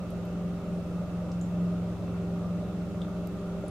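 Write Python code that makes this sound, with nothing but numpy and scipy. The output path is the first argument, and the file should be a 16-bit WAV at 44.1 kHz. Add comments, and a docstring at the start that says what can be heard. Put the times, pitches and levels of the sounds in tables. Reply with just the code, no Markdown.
"""Aquarium filter pump

A filter pump hums steadily in a quiet room, heard from close to the glass.
The hum is a sum of sines at rotor orders and mains multiples; one order stands far above most others.
Water murmurs underneath as shaped noise, noise-driven resonances and decaying bubble tones.
A few small bubbles pop at the surface: a short ring and a noise snap, with an echo and a room tail."""
import sys
import numpy as np
from scipy import signal
from scipy.fft import rfft, irfft
from scipy.io import wavfile
from scipy.ndimage import uniform_filter1d

SR = 44100
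rng = np.random.default_rng(int(sys.argv[2]) if len(sys.argv) > 2 else 0)


def generate_wav(sig):
    """Save sig (samples, or channels by samples) to the path in sys.argv[1] as 16-bit PCM at SR."""
    pcm = np.round(np.clip(np.atleast_2d(sig).T, -1, 1) * 32767).astype(np.int16)
    wavfile.write(sys.argv[1], SR, pcm)


N = 163170

ROTOR_HZ, MAINS_HZ = 21.86, 60
DRONE_ORDER, THROB_ORDER, WHINE_ORDER = 8, 5, 18
DRONE_TRIM_DB, THROB_TRIM_DB, WHINE_TRIM_DB = 0, -0.5, -1  # added to the level curves
SWELL_WAVER = 0.04  # share of the amplitude
PATCH_DB, FLICKER_DB = 0.8, 1.46  # rms depths of the level changes in wash and tank
LEAN_DB = -0.85  # left minus right level of the water; negative leans right
BUBBLE_GLIDE = 0.04  # share of the pitch, either side of its centre
POP_RISE_S, SNAP_DECAY_S = 0.0003, 0.0013
SNAP_LOW_SHARE = 0.28  # the snap's band starts at this share of its top
LID_ECHO_S, LID_ECHO_DB = 0.0028, -8
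ROOM_T60_S = 0.22
GURGLE_RISE_S, GURGLE_DECAY_S = 0.00061, 0.0094
TRICKLE_PER_S, TRICKLE_LOW_HZ, TRICKLE_TOP_HZ = 60, 875, 1450
TRICKLE_FLOOR_DB, TRICKLE_SPREAD_DB = -52.5, 3  # lowest level before panning, and scale of the rise above it
TRICKLE_CYCLES = 2.56  # decay time in periods of the pitch
EDGE_HZ = 15700


def amp(db):
    """Level law: decibels to amplitude gain."""
    return 10 ** (np.asarray(db) / 20)


def unit(x):
    """Normalisation: scales a signal to rms 1."""
    return x / np.sqrt(np.mean(abs(x) ** 2) + 1e-20)


def read(points, hz):
    """Interpolation of a spectrum along a log-frequency axis."""
    f, value = np.transpose(points)
    return np.interp(np.log(hz + 1), np.log(f + 1), value)


def add(mix, start_s, sound):
    """Superposition: adds a sound to the stereo mix, cut off at its end."""
    part = mix[:, round(start_s * SR):][:, :sound.shape[1]]
    part += sound[:, :part.shape[1]]


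def drift(rate_hz):
    """Slow random motion of rms 1: sines of random phase, weaker as they get faster, up to the rate."""
    t = np.linspace(0, N / SR, num=400)
    f = np.geomspace(rate_hz / 20, rate_hz, num=20)[:, None]
    sines = np.sin(2 * np.pi * (f * t + rng.random(f.shape)))
    slow = (sines / np.sqrt(f)).sum(0)
    return np.interp(np.arange(N) / SR, t, unit(slow - slow.mean()))


def line(hz, db, waver):
    """Complex modulation: a tone whose strength and phase wander slowly."""
    sway = unit(1 + waver * (drift(rate_hz=4.095) + 1j * drift(rate_hz=3.16)))
    carrier = np.exp(2j * np.pi * (hz * np.arange(N) / SR + rng.random()))
    return np.sqrt(2) * amp(db) * (sway * carrier).real


def pair(gain, same):
    """Mid-side mixing: stereo noise of a given spectrum and left-right correlation."""
    mid, side = rfft(rng.standard_normal((2, N)))
    same = np.clip(same, -1, 1)
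    mid = mid * np.sqrt((1 + same) / 2)
    side = side * np.sqrt((1 - same) / 2)
    return irfft(np.array([mid + side, mid - side]) * gain, N)


def wash():
    """Spectral shaping: noise of water and room, with small drifting patches in time and frequency."""
    # power density of the wash: frequency_hz, level_db (per Hz)
    wash_density = [(20, -82), (60, -76.5), (140, -70), (240, -71.5), (450, -74.5), (640, -75.5),
                    (700, -85), (850, -82), (1000, -85.5), (1400, -91), (1650, -92), (2300, -93),
                    (3600, -95.5), (4600, -100), (6500, -101), (9000, -106), (13000, -110), (16000, -114)]
    # left-right correlation: frequency_hz, likeness (1 = same, 0 = independent)
    wash_likeness = [(30, 1), (100, 0.61), (500, 1), (1000, 0.65), (1800, 0.4), (3000, 0), (15000, 0)]
    hz = np.fft.rfftfreq(N, 1 / SR)
    noise = pair(amp(read(wash_density, hz)) * np.sqrt(SR / 2), read(wash_likeness, hz))
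    z = signal.stft(noise, nperseg=512)[2]
    # neighbouring bins and frames share a level; both channels share the patches
    patches = rng.standard_normal(z.shape[1:])
    patches = uniform_filter1d(patches, size=8, axis=0)
    patches = unit(uniform_filter1d(patches, size=10, axis=1))
    return signal.istft(z * amp(PATCH_DB * patches))[1][:, :N]


def tank():
    """Forced resonance: turbulent flow stirs tank and housing, each mode fluttering by itself."""
    # modes of tank and housing: centre_hz, width_hz, level_db, likeness (left-right, 0 to 1)
    modes = [(196, 13, -47.5, 0.71), (287, 40, -56, 1), (516, 24, -54.5, 0.96), (599, 52, -50, 1),
             (777, 39, -59, 0.89), (1231, 140, -57, 0.88), (1394, 90, -62, 0.6), (2663, 40, -69.5, .3),
             (6300, 250, -97, 0)]
    hz = np.fft.rfftfreq(N, 1 / SR)
    out = np.zeros((2, N))
    for centre, width, db, same in modes:
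        response = 1 / (1 + ((hz - centre) / width) ** 2 * 2)
        ring = pair(response, same)
        flutter = amp(FLICKER_DB * drift(rate_hz=30))
        out += amp(db) * unit(ring * flutter)
    return out


def bubble(hz, rise_s, decay_s):
    """Damped oscillation: an air pocket rings for a moment, rising in pitch; peak 1."""
    t = np.arange(SR // 20) / SR
    pitch = hz * (1 + BUBBLE_GLIDE * np.tanh(t / decay_s - 1))
    envelope = np.exp(-t / decay_s) * (1 - np.exp(-t / rise_s))
    ring = np.sin(2 * np.pi * np.cumsum(pitch) / SR) * envelope
    return ring / abs(ring).max()


def water():
    """Random superposition: soft gurgles of returning water over a trickle of smaller bubbles."""
    # gurgles, before the lean to the right: start_s, pitch_hz, level_db (peak)
    gurgles = [(.043, 530, -38), (.954, 580, -40), (1.016, 608, -35), (1.202, 611, -35.5),
               (2.024, 615, -35.5), (2.197, 560, -41), (2.445, 1220, -42.5), (2.626, 608, -34.5),
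               (3.638, 592, -29.5)]
    out = np.zeros((2, N))
    for start_s, hz, db in gurgles:
        add(out, start_s, amp(db) * bubble(hz, GURGLE_RISE_S, GURGLE_DECAY_S)[None])
    for when, size, strength, side in rng.random((round(TRICKLE_PER_S * N / SR), 4)):
        hz = TRICKLE_LOW_HZ * (TRICKLE_TOP_HZ / TRICKLE_LOW_HZ) ** size
        db = TRICKLE_FLOOR_DB - TRICKLE_SPREAD_DB * np.log(max(strength, .05))
        drop = amp(db) * bubble(hz, GURGLE_RISE_S, TRICKLE_CYCLES / hz)
        add(out, when * N / SR, drop * np.sqrt([[side], [1 - side]]))  # equal-power pan
    return out


def pop(hz, ring_db, decay_s, snap_db, top_hz):
    """Film rupture: a film snaps as band noise and the tiny cavity under it rings."""
    ring = bubble(hz, POP_RISE_S, decay_s)
    t = np.arange(len(ring)) / SR
    band = signal.butter(4, [SNAP_LOW_SHARE * top_hz, top_hz], "band", fs=SR)
    noise = unit(signal.lfilter(*band, rng.standard_normal(len(t))))
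    snap = noise * np.exp(-t / SNAP_DECAY_S)
    return amp(ring_db) * ring + amp(snap_db) * snap


def bubbles():
    """Reflection and reverberation: the pops, their bounce off the lid and a short room tail."""
    # pops: start_s, pitch_hz, ring_db (peak before pan), ring_decay_s, snap_db (before decay and pan),
    # snap_top_hz, room_db (tail relative to the pop), pan_db (left minus right)
    pops = [(0.1052, 11000, -48.5, .0004, -56, 15500, -3, -5),
            (.253, 12800, -52, .0005, -68, 15500, -3, -2), (1.317, 5900, -52, .0007, -44.5, 7200, 0, 0),
            (1.4135, 7080, -40, .0007, -55, 12500, 0, -1.5),
            (3.0175, 3500, -38.5, .0012, -52, 9000, -1, 1.5),
            (3.2725, 13800, -42, .0004, -48, 14800, -11, -1.5),
            (3.6823, 9600, -39.5, 0.00034, -53, 11700, -3, -1)]
    out = np.zeros((2, N))
    t = np.arange(SR // 2) / SR
    for start_s, *shape, room_db, pan_db in pops:
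        sound = pop(*shape) * amp([[pan_db / 2], [-pan_db / 2]])
        tail = rng.standard_normal((2, len(t))) * np.exp(-np.log(1000) * t / ROOM_T60_S)
        tail = tail / np.linalg.norm(tail[0])
        add(out, start_s, sound)
        add(out, start_s + LID_ECHO_S, amp(LID_ECHO_DB) * sound)
        add(out, start_s, amp(room_db) * signal.fftconvolve(sound, tail, axes=1))
    return out


def pump():
    """Harmonic series: rotor orders and mains buzz; three of the orders swell and sink."""
    # level curves of the swelling orders, before their trims: time_s, level_db
    drone_curve = [(0.0, -39), (0.49, -33), (0.65, -38.5), (0.75, -31), (0.85, -38), (1.0, -30.5),
                   (1.09, -38), (1.15, -31), (1.28, -36), (1.38, -31), (1.5, -34), (1.64, -27),
                   (1.76, -31.5), (1.93, -34), (1.97, -41), (2.05, -34.5), (2.36, -31.5), (2.45, -35),
                   (2.53, -30.5), (2.69, -37), (2.82, -32.5), (2.9, -40.5), (3.01, -31.5), (3.1, -37.5),
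                   (3.19, -33.5), (3.37, -39.5), (3.5, -34.5), (3.7, -42)]
    throb_curve = [(0.0, -72), (0.05, -44), (0.65, -49), (1.85, -40.5), (3.67, -48), (3.7, -41)]
    whine_curve = [(0.0, -49.5), (0.79, -45.5), (1.19, -65.5), (1.72, -44), (1.75, -50.5), (2.33, -43.5),
                   (2.5, -49), (3.65, -44), (3.7, -49)]
    # steadier rotor lines: order, level_db, waver (share of the amplitude)
    rotor_lines = [(1, -58, 0.22), (2, -61, .2), (3, -50, 0.033), (4, -48, 0.23), (6, -83, 0.23),
                   (7, -53, 0.55), (9, -47.5, 1), (10, -53, 0.083), (12, -66, 0.39), (14, -55.5, 0.88),
                   (16, -63, .3)]
    # mains lines: multiple, level_db, waver (share of the amplitude)
    mains_lines = [(1, -59.5, .15), (2, -55.5, 0.18), (4, -63, 0.15), (5, -52.5, 0.26), (6, -65, 0.21),
                   (8, -61.5, 0.59), (10, -54, 0.17), (12, -61.5, 0.22)]
    swells = ((DRONE_ORDER, drone_curve, DRONE_TRIM_DB),
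              (THROB_ORDER, throb_curve, THROB_TRIM_DB),
              (WHINE_ORDER, whine_curve, WHINE_TRIM_DB))
    hum = np.zeros(N)
    for order, curve, trim_db in swells:
        level = np.interp(np.arange(N) / SR, *np.transpose(curve))
        hum += line(order * ROTOR_HZ, level + trim_db, SWELL_WAVER)
    for base_hz, lines in ((ROTOR_HZ, rotor_lines), (MAINS_HZ, mains_lines)):
        for order, db, waver in lines:
            hum += line(order * base_hz, db, waver)
    return hum


def scene():
    """Level-difference panning: hum in the middle, water a little to the right."""
    flow = wash() + tank() + water()
    return flow * amp([[LEAN_DB / 2], [-LEAN_DB / 2]]) + bubbles() + pump()


def record(dry):
    """Linear-phase low-pass filtering: the recorder's band limit."""
    lowpass = signal.firwin(511, EDGE_HZ, window=("kaiser", 9), fs=SR)
    return signal.oaconvolve(dry, lowpass[None], "same", axes=1)


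dry = scene()
out = record(dry)
generate_wav(out)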